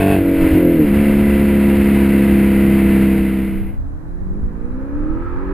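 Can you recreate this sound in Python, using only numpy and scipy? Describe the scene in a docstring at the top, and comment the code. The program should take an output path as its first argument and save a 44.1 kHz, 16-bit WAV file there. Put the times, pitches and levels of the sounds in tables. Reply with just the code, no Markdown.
"""A sports car, close up and far away

From a small camera on its nose we hear full throttle, a lift, a drop into the next gear, a steady pull.
The firing cylinders make a stack of tones, puffs of exhaust gas rasp, the tyres roar and air rumbles.
That view fades into a roadside one, where gusts buffet the microphone and the distant car revs up
as it approaches, its tones climbing through the pitches at which the tailpipe rings."""
import sys
import numpy as np
from scipy import signal
from scipy.fft import rfft, irfft
from scipy.io import wavfile
from scipy.ndimage import uniform_filter1d, map_coordinates

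SR = 44100
rng = np.random.default_rng(int(sys.argv[2]) if len(sys.argv) > 2 else 0)


def digitize_waveform(pressure):
    """Quantize a signal to 16-bit integers and store it at the path in sys.argv[1].

    Rows of a 2-D input are taken as channels; values are limited to [-1, 1].
    """
    field = np.atleast_2d(pressure).T
    bounded = np.clip(field, -1, 1)
    quanta = np.round(bounded * 32767).astype(np.int16)
    wavfile.write(sys.argv[1], SR, quanta)


N = 243868
T, HZ = np.arange(N) / SR, np.fft.rfftfreq(N, 1 / SR)

# The revs through the gear change. Each row: time in seconds, crank speed in Hz (turns a second).
SHIFT_REVS = [(0.04, 96.84), (0.12, 97.2), (0.164, 94.7), (0.406, 92.45), (0.486, 91.33), (0.616, 87.93),
              (0.732, 83.2), (0.8, 77.8)]
# What the engine is doing. Each row: time in seconds, load number
# (0 is full throttle, 1 is foot lifted, 2 is clutch biting, 3 is pulling).
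LOAD_TIMELINE = [(.14, 0), (.22, 1), (.52, 1), (.62, 2), (.81, 2), (.89, 3)]
# How loud loads 0 to 3 are. Each row: base exhaust level in dB, base rasp level in dB.
LOAD_LEVELS = [(-12, -25), (-16.5, -34.5), (-13.5, -33.5), (-12.5, -29.5)]
# The exhaust's tones under each load. Each row: order (multiple of crank speed), relative level in dB.
FULL_THROTTLE_TONES = [(0.5, -23), (1, -4.5), (1.5, -12.5), (2, -2.5), (2.5, -13), (3, -4), (3.5, -11.5),
                       (4, -4.5), (4.5, -5.5), (5, -20.5), (5.5, -16.5), (6, -8.5), (6.5, -23.5), (7, -8.5),
                       (7.5, -11), (8, -18), (8.5, -23), (9, -14), (9.5, -25), (10, -10)]
LIFTED_TONES = [(0.5, -23.5), (1, -9.5), (1.5, -25), (2, -9.5), (2.5, -24.5), (3, 0.5), (3.5, -1.5),
                (4, -7), (4.5, -16), (5, -11), (5.5, -18.5), (6, -8.5), (6.5, -36.5), (7, -16.5),
                (7.5, -35), (8, -17)]
CLUTCH_TONES = [(0.5, -16), (1, -15), (1.5, -18.5), (2, 0), (2.5, -36), (3, 3.5), (3.5, 0), (4, 4.5),
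                (4.5, -28), (5, -3), (5.5, -21), (6, -3), (6.5, -6), (7, -25), (7.5, -16), (8, -16.5)]
PULLING_TONES = [(0.5, -30), (1, -8), (1.5, -25.5), (2, -16.5), (2.5, -18.5), (3, 0.5), (3.5, -12),
                 (4, -8.5), (4.5, -22), (5, -6), (5.5, -42.5), (6, -17.5), (6.5, -22), (7, -20),
                 (7.5, -16.5), (8, -40), (8.5, -39), (9, -25.5), (9.5, -30.5), (10, -30), (10.5, -43.5),
                 (11, -32), (11.5, -37)]
# The car's body and the road reinforce some pitches. Each row: frequency in Hz, boost or cut in dB.
BODY_RESONANCES = [(50, -0.5), (215, 1), (250, -3), (305, 6), (350, -0.5), (400, -5.5), (463, 3), (492, -6),
                   (524, 1.5), (590, -8.5), (640, 1.5), (680, 2), (720, -1.5), (780, -16)]
# The tone colour of the noises near the car. Each row: frequency in Hz, relative level in dB.
HARD_RASP_COLOUR = [(470, -34), (800, 5.5), (969, -10), (1080, -1), (1320, -16), (1380, 2), (1590, -2),
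                    (2010, -4), (2210, -4.5), (2650, -6.5), (3450, -16.5), (3890, -19), (5400, -26),
                    (7020, -66), (11900, -120)]  # gas with the throttle wide open
SOFT_RASP_COLOUR = [(440, -35.5), (750, -1.5), (877, -6.5), (977, 0.5), (1080, -8), (1420, -1.5),
                    (1760, -2.5), (1850, -3.5), (2040, 2.5), (2440, -3), (2680, -3.5), (3370, -16),
                    (5010, -23), (5400, -25), (7020, -71.5), (11900, -120)]  # gas under the other loads
TYRE_COLOUR = [(30, -11.5), (70, -4), (120, -1.5), (250, -3.5), (450, -11.5), (650, -17), (900, -41),
               (3000, -47.5)]
BUFFET_COLOUR = [(8, -1.5), (25, -5.5), (70, 0), (110, -13.5), (200, -11), (500, -54)]
# Air hitting the car's nose. Each row: peak time in seconds, length in seconds, peak level in dB.
BUFFETS = [(.43, 0.23, -16), (0.54, .12, -13.5), (1.1, 0.81, -22.5), (3.2, .14, -19)]

# Roadside gusts. 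Each row: peak time in seconds, length in seconds, peak wind strength in dB.
GUSTS = [(3.6, 0.29, -21.5), (3.8, 0.094, -22.5), (4.45, 0.15, -20), (4.55, 0.79, -28), (5.07, 0.47, -27.5),
         (5.337, 0.59, -25.5)]
# The tone colour of the roadside noises. Each row: frequency in Hz, relative level in dB.
FIELD_COLOUR = [(100, 2.5), (300, -10), (600, -12.5), (1000, -18), (1800, -25.5), (2800, -44.5),
                (3700, -47), (3930, -39.5), (4200, -47), (15000, -49.5)]
BIG_EDDY_COLOUR = [(6, -10.5), (14, 3.5), (32, 1), (60, -4), (110, -12.5), (200, -34), (400, -53),
                   (900, -77)]
SMALL_EDDY_COLOUR = [(20, -19.5), (55, 0.5), (85, -1.5), (130, -16), (250, -34), (800, -65), (4000, -110)]
FAR_RASP_COLOUR = [(290, -22.5), (500, -0.5), (618, -16.5), (681, -25.5), (809, -4.5), (1320, -4.5),
                   (1420, -8), (1620, -6.5), (2180, -21.5), (2360, -18.5), (3060, -33.5), (5000, -44),
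                   (6500, -72), (11000, -120)]
# The car coming closer. Each row: time in seconds, exhaust level in dB.
APPROACH_LEVELS = [(3.82, -39.5), (4.14, -36.5), (4.35, -29.1), (4.52, -33.5), (5.06, -23.5), (5.18, -26.5),
                   (5.27, -31.5), (5.5, -26)]
# The distant car's uneven firing. Each row: multiple of crank speed, relative level in dB.
FAR_TONES = [(2, -9.5), (2.5, -16), (3, -3), (3.5, -7.5), (4, 4.5), (4.5, -11.5), (5, -4), (5.5, -16),
             (6, -6), (6.5, -10.5), (7, -3), (7.5, -10.5), (8, 2.5), (9, -7), (10, -12.5), (11, -15.5),
             (12, -4), (13, -14), (14, -16), (15, -10), (16, -6)]
# Where the tailpipe rings. Each row: frequency in Hz, boost or cut in dB.
PIPE_RESONANCES = [(70, -15), (130, -18), (155, 0.5), (190, 2), (222, -7), (280, 2.5), (340, -3),
                   (385, -6.5), (435, -16.5), (490, -4.5), (550, -12), (630, -25.5), (750, -33.5),
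                   (1100, -20), (1320, -13), (1450, -30)]

LOCK_S, LOCK_HZ = .87, 70.88  # time and crank speed at which the clutch locks in the next gear
FADE_FROM_S, FADE_TO_S = 2.94, 3.794  # the two views cross over
FAR_START_S, FAR_FULL_PULL_S, FAR_START_HZ = 3.78, 4.93, 33.1  # the distant car pulls from low revs


def amp(db):
    """Turns decibels into a gain."""
    return 10 ** (np.asarray(db) / 20)


def unit(x):
    """Scales a signal to an average (rms) size of 1."""
    return x / np.sqrt(np.mean(x ** 2) + 1e-20)


def curve(rows):
    """Joins rows of time and value with straight lines, sample by sample."""
    return np.interp(T, *np.transpose(rows))


def colour(points, hz):
    """The gain of a tone colour table at the given frequencies."""
    table_hz, db = np.transpose(points)
    return amp(np.interp(np.log(hz + 1), np.log(table_hz + 1), db))


def shaped(x, points):
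    """Gives x a tone colour, at size 1."""
    return unit(irfft(rfft(x) * colour(points, HZ), N))


def noise(points):
    """Noise with a given tone colour."""
    return shaped(rng.standard_normal(N), points)


def wander(rate_hz):
    """A smooth random wobble of size 1, mostly slower than rate_hz."""
    return unit(irfft(rfft(rng.standard_normal(N)) * np.exp(-(HZ / rate_hz) ** 2), N))


def low_pass(x, edge_hz, width_hz):
    """Steeply cuts the treble above edge_hz."""
    return irfft(rfft(x) * .5 * (1 - np.tanh((HZ - edge_hz) / width_hz)), N)


def swell(peak_s, length_s):
    """A smooth rise and fall: 1 at the peak, gone half a length to either side."""
    return np.cos(np.pi * np.clip((T - peak_s) / length_s, -.5, .5)) ** 2


def crank_speed(rock_hz=4.52, rock_decay_s=.11, sag_hz_per_s=2.02):
    """The revs fall through the shift; once the clutch locks, the driveline rocks and the revs sag."""
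    falling = curve([*SHIFT_REVS, (LOCK_S, LOCK_HZ)])
    since_lock = np.maximum(T - LOCK_S, 0)
    rocking = 3.78 * np.sin(2 * np.pi * rock_hz * since_lock) * np.exp(-since_lock / rock_decay_s)
    return falling - sag_hz_per_s * since_lock - rocking


def drive_levels(load, build_db_per_s=0.42):
    """Exhaust and rasp levels in dB follow the load; in the new gear the drone slowly builds."""
    exhaust_db, rasp_db = (np.interp(load, range(len(db)), db) for db in np.transpose(LOAD_LEVELS))
    flare = swell(0.47, length_s=0.41)  # the exhaust flares once while the foot is lifted
    dip_db = -1.5 * swell(LOCK_S, length_s=0.13)  # both dip as the clutch locks
    drone_db = build_db_per_s * np.maximum(T - LOCK_S, 0)
    return exhaust_db + 2.5 * flare + dip_db + drone_db, rasp_db + 6.5 * flare + dip_db


def ringing_blow(tones, bank_lag_radians=0):
    """Size and phase of each tone in a blow that rings out once per engine cycle."""
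    gain = amp(np.transpose(tones)[1])
    padded = np.pad(gain, (1, 2 * len(gain)), constant_values=gain.min())
    mirrored = np.r_[padded, padded[-2:0:-1]]
    phase = -signal.hilbert(np.log(mirrored)).imag[1:len(gain) + 1]  # a sharp start, then a dying tail
    # a lag between the two banks of cylinders shifts the half orders and evens out the throb
    is_half_order = np.arange(1, len(gain) + 1) % 2
    return gain * np.exp(1j * (phase + bank_lag_radians * is_half_order)) / np.sqrt(np.sum(gain ** 2) / 2)


def exhaust(turns, hz, load, rough=.05, drift=.04, restless=.06, burble=.2):
    """Tones at every half multiple of crank speed; the load sets their mix and no two firings match."""
    blows = [ringing_blow(FULL_THROTTLE_TONES), ringing_blow(LIFTED_TONES), ringing_blow(CLUTCH_TONES),
             ringing_blow(PULLING_TONES, bank_lag_radians=1.88)]
    shares = [np.maximum(1 - abs(load - i), 0) for i in range(len(blows))]
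    note = np.zeros(N)
    for k in range(len(PULLING_TONES)):
        order = (k + 1) / 2
        size = sum(share * blow[k] for share, blow in zip(shares, blows) if k < len(blow))
        # weak tones come from small differences between cylinders, so they waver most
        size = size * (1 + drift * wander(3.2)) + 1j * restless * np.sqrt(abs(size)) * wander(9.9)
        note -= (size * np.exp(2j * np.pi * order * turns)).real * colour(BODY_RESONANCES, order * hz)
    note /= np.sqrt(sum(share ** 2 for share in shares))
    off_throttle = shares[1] + shares[2]  # the fuel burns unevenly here
    return note * (1 + rough * wander(70) + burble * off_throttle * wander(45))


def rasp(turns, points, repeat, pulsing):
    """Gas rushing out in puffs; a share of it repeats with each engine cycle (two crank turns)."""
    cycle = rng.standard_normal(size=512)
    repeating = unit(map_coordinates(cycle, [turns / 2 % 1 * len(cycle)], order=3, mode="grid-wrap"))
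    puffs = 1 + pulsing * (np.cos(2 * np.pi * turns) + np.cos(2 * np.pi * 4 * turns)) / 2
    rush = np.sqrt(repeat) * shaped(repeating, points) + np.sqrt(1 - repeat) * noise(points)
    return unit(puffs * rush)


def pipe_ring(x, hz, width_hz):
    """The narrow band of x that makes a pipe ring, at size 1."""
    return unit(irfft(rfft(x) / (1 + 2j * (HZ - hz) / width_hz) ** 2, N))


def close_rasp(turns, load, surge_db=0.79):
    """The rasp surges at random; with the throttle wide open its puffs are harder and more regular."""
    hard = rasp(turns, HARD_RASP_COLOUR, repeat=0.71, pulsing=0.62)
    soft = rasp(turns, SOFT_RASP_COLOUR, repeat=0.28, pulsing=0.061)
    hard = unit(hard + amp(-10) * pipe_ring(hard, hz=2620, width_hz=420))
    soft = unit(soft + amp(-20.5) * pipe_ring(soft, hz=2023, width_hz=90))
    wide_open = np.maximum(1 - load, 0)
    return amp(surge_db * wander(40)) * (np.sqrt(wide_open) * hard + np.sqrt(1 - wide_open) * soft)


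def tyre_roar():
    """Tyres rolling on the road make a steady, low roar."""
    return amp(-25.5) * noise(TYRE_COLOUR)


def gusting(gusts, base_db):
    """Wind strength in dB: a steady base from which each gust rises to its peak."""
    rises_db = [(db - base_db) * swell(peak_s, length_s) for peak_s, length_s, db in gusts]
    return base_db + np.max(rises_db, axis=0)


def nose_wind():
    """Air flowing over the car's nose rumbles and swells with each buffet."""
    return amp(gusting(BUFFETS, base_db=-30)) * noise(BUFFET_COLOUR)


def nose_camera(x, hold_hz=12000):
    """A mono camera rounds off peaks and holds each sample, mirroring the sound up high as a thin fizz."""
    rounded = x / (1 + (x / .92) ** 8) ** (1 / 8)
    dulled = low_pass(rounded, hold_hz / 2 - 500, width_hz=720)
    mirrored = dulled * (1 + 2 * np.cos(2 * np.pi * hold_hz * T))
    return irfft(rfft(mirrored) * np.sinc(HZ / hold_hz), N)


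def on_board():
    """Exhaust, rasp, tyres and wind, heard through the camera on the nose."""
    hz, load = crank_speed(), curve(LOAD_TIMELINE)
    exhaust_db, rasp_db = drive_levels(load)
    turns = np.cumsum(hz * (1 + 0.00185 * wander(22.3))) / SR
    note = amp(exhaust_db) * exhaust(turns, hz, load)
    gas = amp(rasp_db) * close_rasp(turns, load)
    return nose_camera(note + gas + tyre_roar() + nose_wind())


def stereo(mid, side):
    """Left and right share the mid signal and get the side signal with opposite signs."""
    return np.array([mid + side, mid - side])


def field_hush():
    """The soft, wide noise of an open field."""
    return amp(-39) * stereo(noise(FIELD_COLOUR), amp(2.5) * noise(FIELD_COLOUR))


def eddies(points, side_db):
    """Swirling air of even strength, partly different at the microphone's left and right openings."""
    swirl = stereo(noise(points), amp(side_db) * noise(points))
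    power = uniform_filter1d((swirl ** 2).mean(axis=0), size=2600)
    return swirl / np.sqrt(power + 1e-6)


def roadside_wind(sway_db=2.5):
    """Gusts buffet the microphone; small eddies grow faster than big ones, so strong gusts are brighter."""
    wind_db = gusting(GUSTS, base_db=-33) + sway_db * wander(9.4)
    big = amp(wind_db + 7.0) * eddies(BIG_EDDY_COLOUR, side_db=0.5)
    small = amp(1.49 * wind_db + 3.5) * eddies(SMALL_EDDY_COLOUR, side_db=-3.5)
    return big + small


def far_crank_speed(first_hz_per_s=24, full_hz_per_s=42.5):
    """The revs climb ever faster until the engine reaches its full pull."""
    climb = np.interp(T, [FAR_START_S, FAR_FULL_PULL_S], [first_hz_per_s, full_hz_per_s])
    return FAR_START_HZ + np.cumsum(climb * (T > FAR_START_S)) / SR


def far_exhaust(turns, hz, flutter=.24):
    """Climbing tones sweep through the pipe's resonances; moving air makes each one flutter."""
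    note, power = 0, 0
    for order, db in FAR_TONES:
        size = amp(db) * colour(PIPE_RESONANCES, order * hz)
        offset = rng.random()  # ground echoes put the tones out of step
        sway = 1 + flutter * (wander(11) + 1j * wander(11.5))
        note += size * sway * np.exp(2j * np.pi * (order * turns + offset))
        power += size ** 2 / 2
    return amp(curve(APPROACH_LEVELS)) * note / np.sqrt(power)


def pipe_whine(gas, crank_hz, order=16, hz=1313, width_hz=160):
    """A pipe resonance sings as one multiple of the crank speed climbs through it."""
    in_tune = np.exp(-((order * crank_hz - hz) / width_hz) ** 2)
    return amp(-4) * in_tune * pipe_ring(gas, hz, width_hz)


def far_car(rasp_db_per_octave=21):
    """The approaching car: its exhaust note, plus rasp that grows with speed to a limit."""
    hz = far_crank_speed()
    turns = np.cumsum(hz * (1 + 0.0041 * wander(25))) / SR
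    note = far_exhaust(turns, hz)
    gas = rasp(turns, FAR_RASP_COLOUR, repeat=0.54, pulsing=0.24)
    rasp_db = np.minimum(-66 + rasp_db_per_octave * np.log2(hz / FAR_START_HZ), -36)
    mid = note.real + amp(rasp_db) * (gas + pipe_whine(gas, hz))
    # the car is a little to the left, so its note reaches that side first
    side = -amp(-17) * note.imag + amp(rasp_db - 4.0) * noise(FAR_RASP_COLOUR)
    return stereo(mid, side)


def scene():
    """The close view fades out as the roadside fades in: first the field, then wind, then the car."""
    fade = np.clip((T - FADE_FROM_S) / (FADE_TO_S - FADE_FROM_S), 0, 1)
    close = (1 - fade) * on_board()
    roadside = fade ** 2 * roadside_wind() + fade * field_hush() + fade ** 4 * far_car()
    return close + roadside * amp([[-1.2], [1]])  # the left side is slightly quieter


def record(dry):
    """Softens both ends and cuts the very highest treble."""
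    ends = np.clip(np.minimum(T, T[-1] - T) / .002, 0, 1)
    return low_pass(ends * dry, edge_hz=15450, width_hz=60)


dry = scene()
out = record(dry)
digitize_waveform(out)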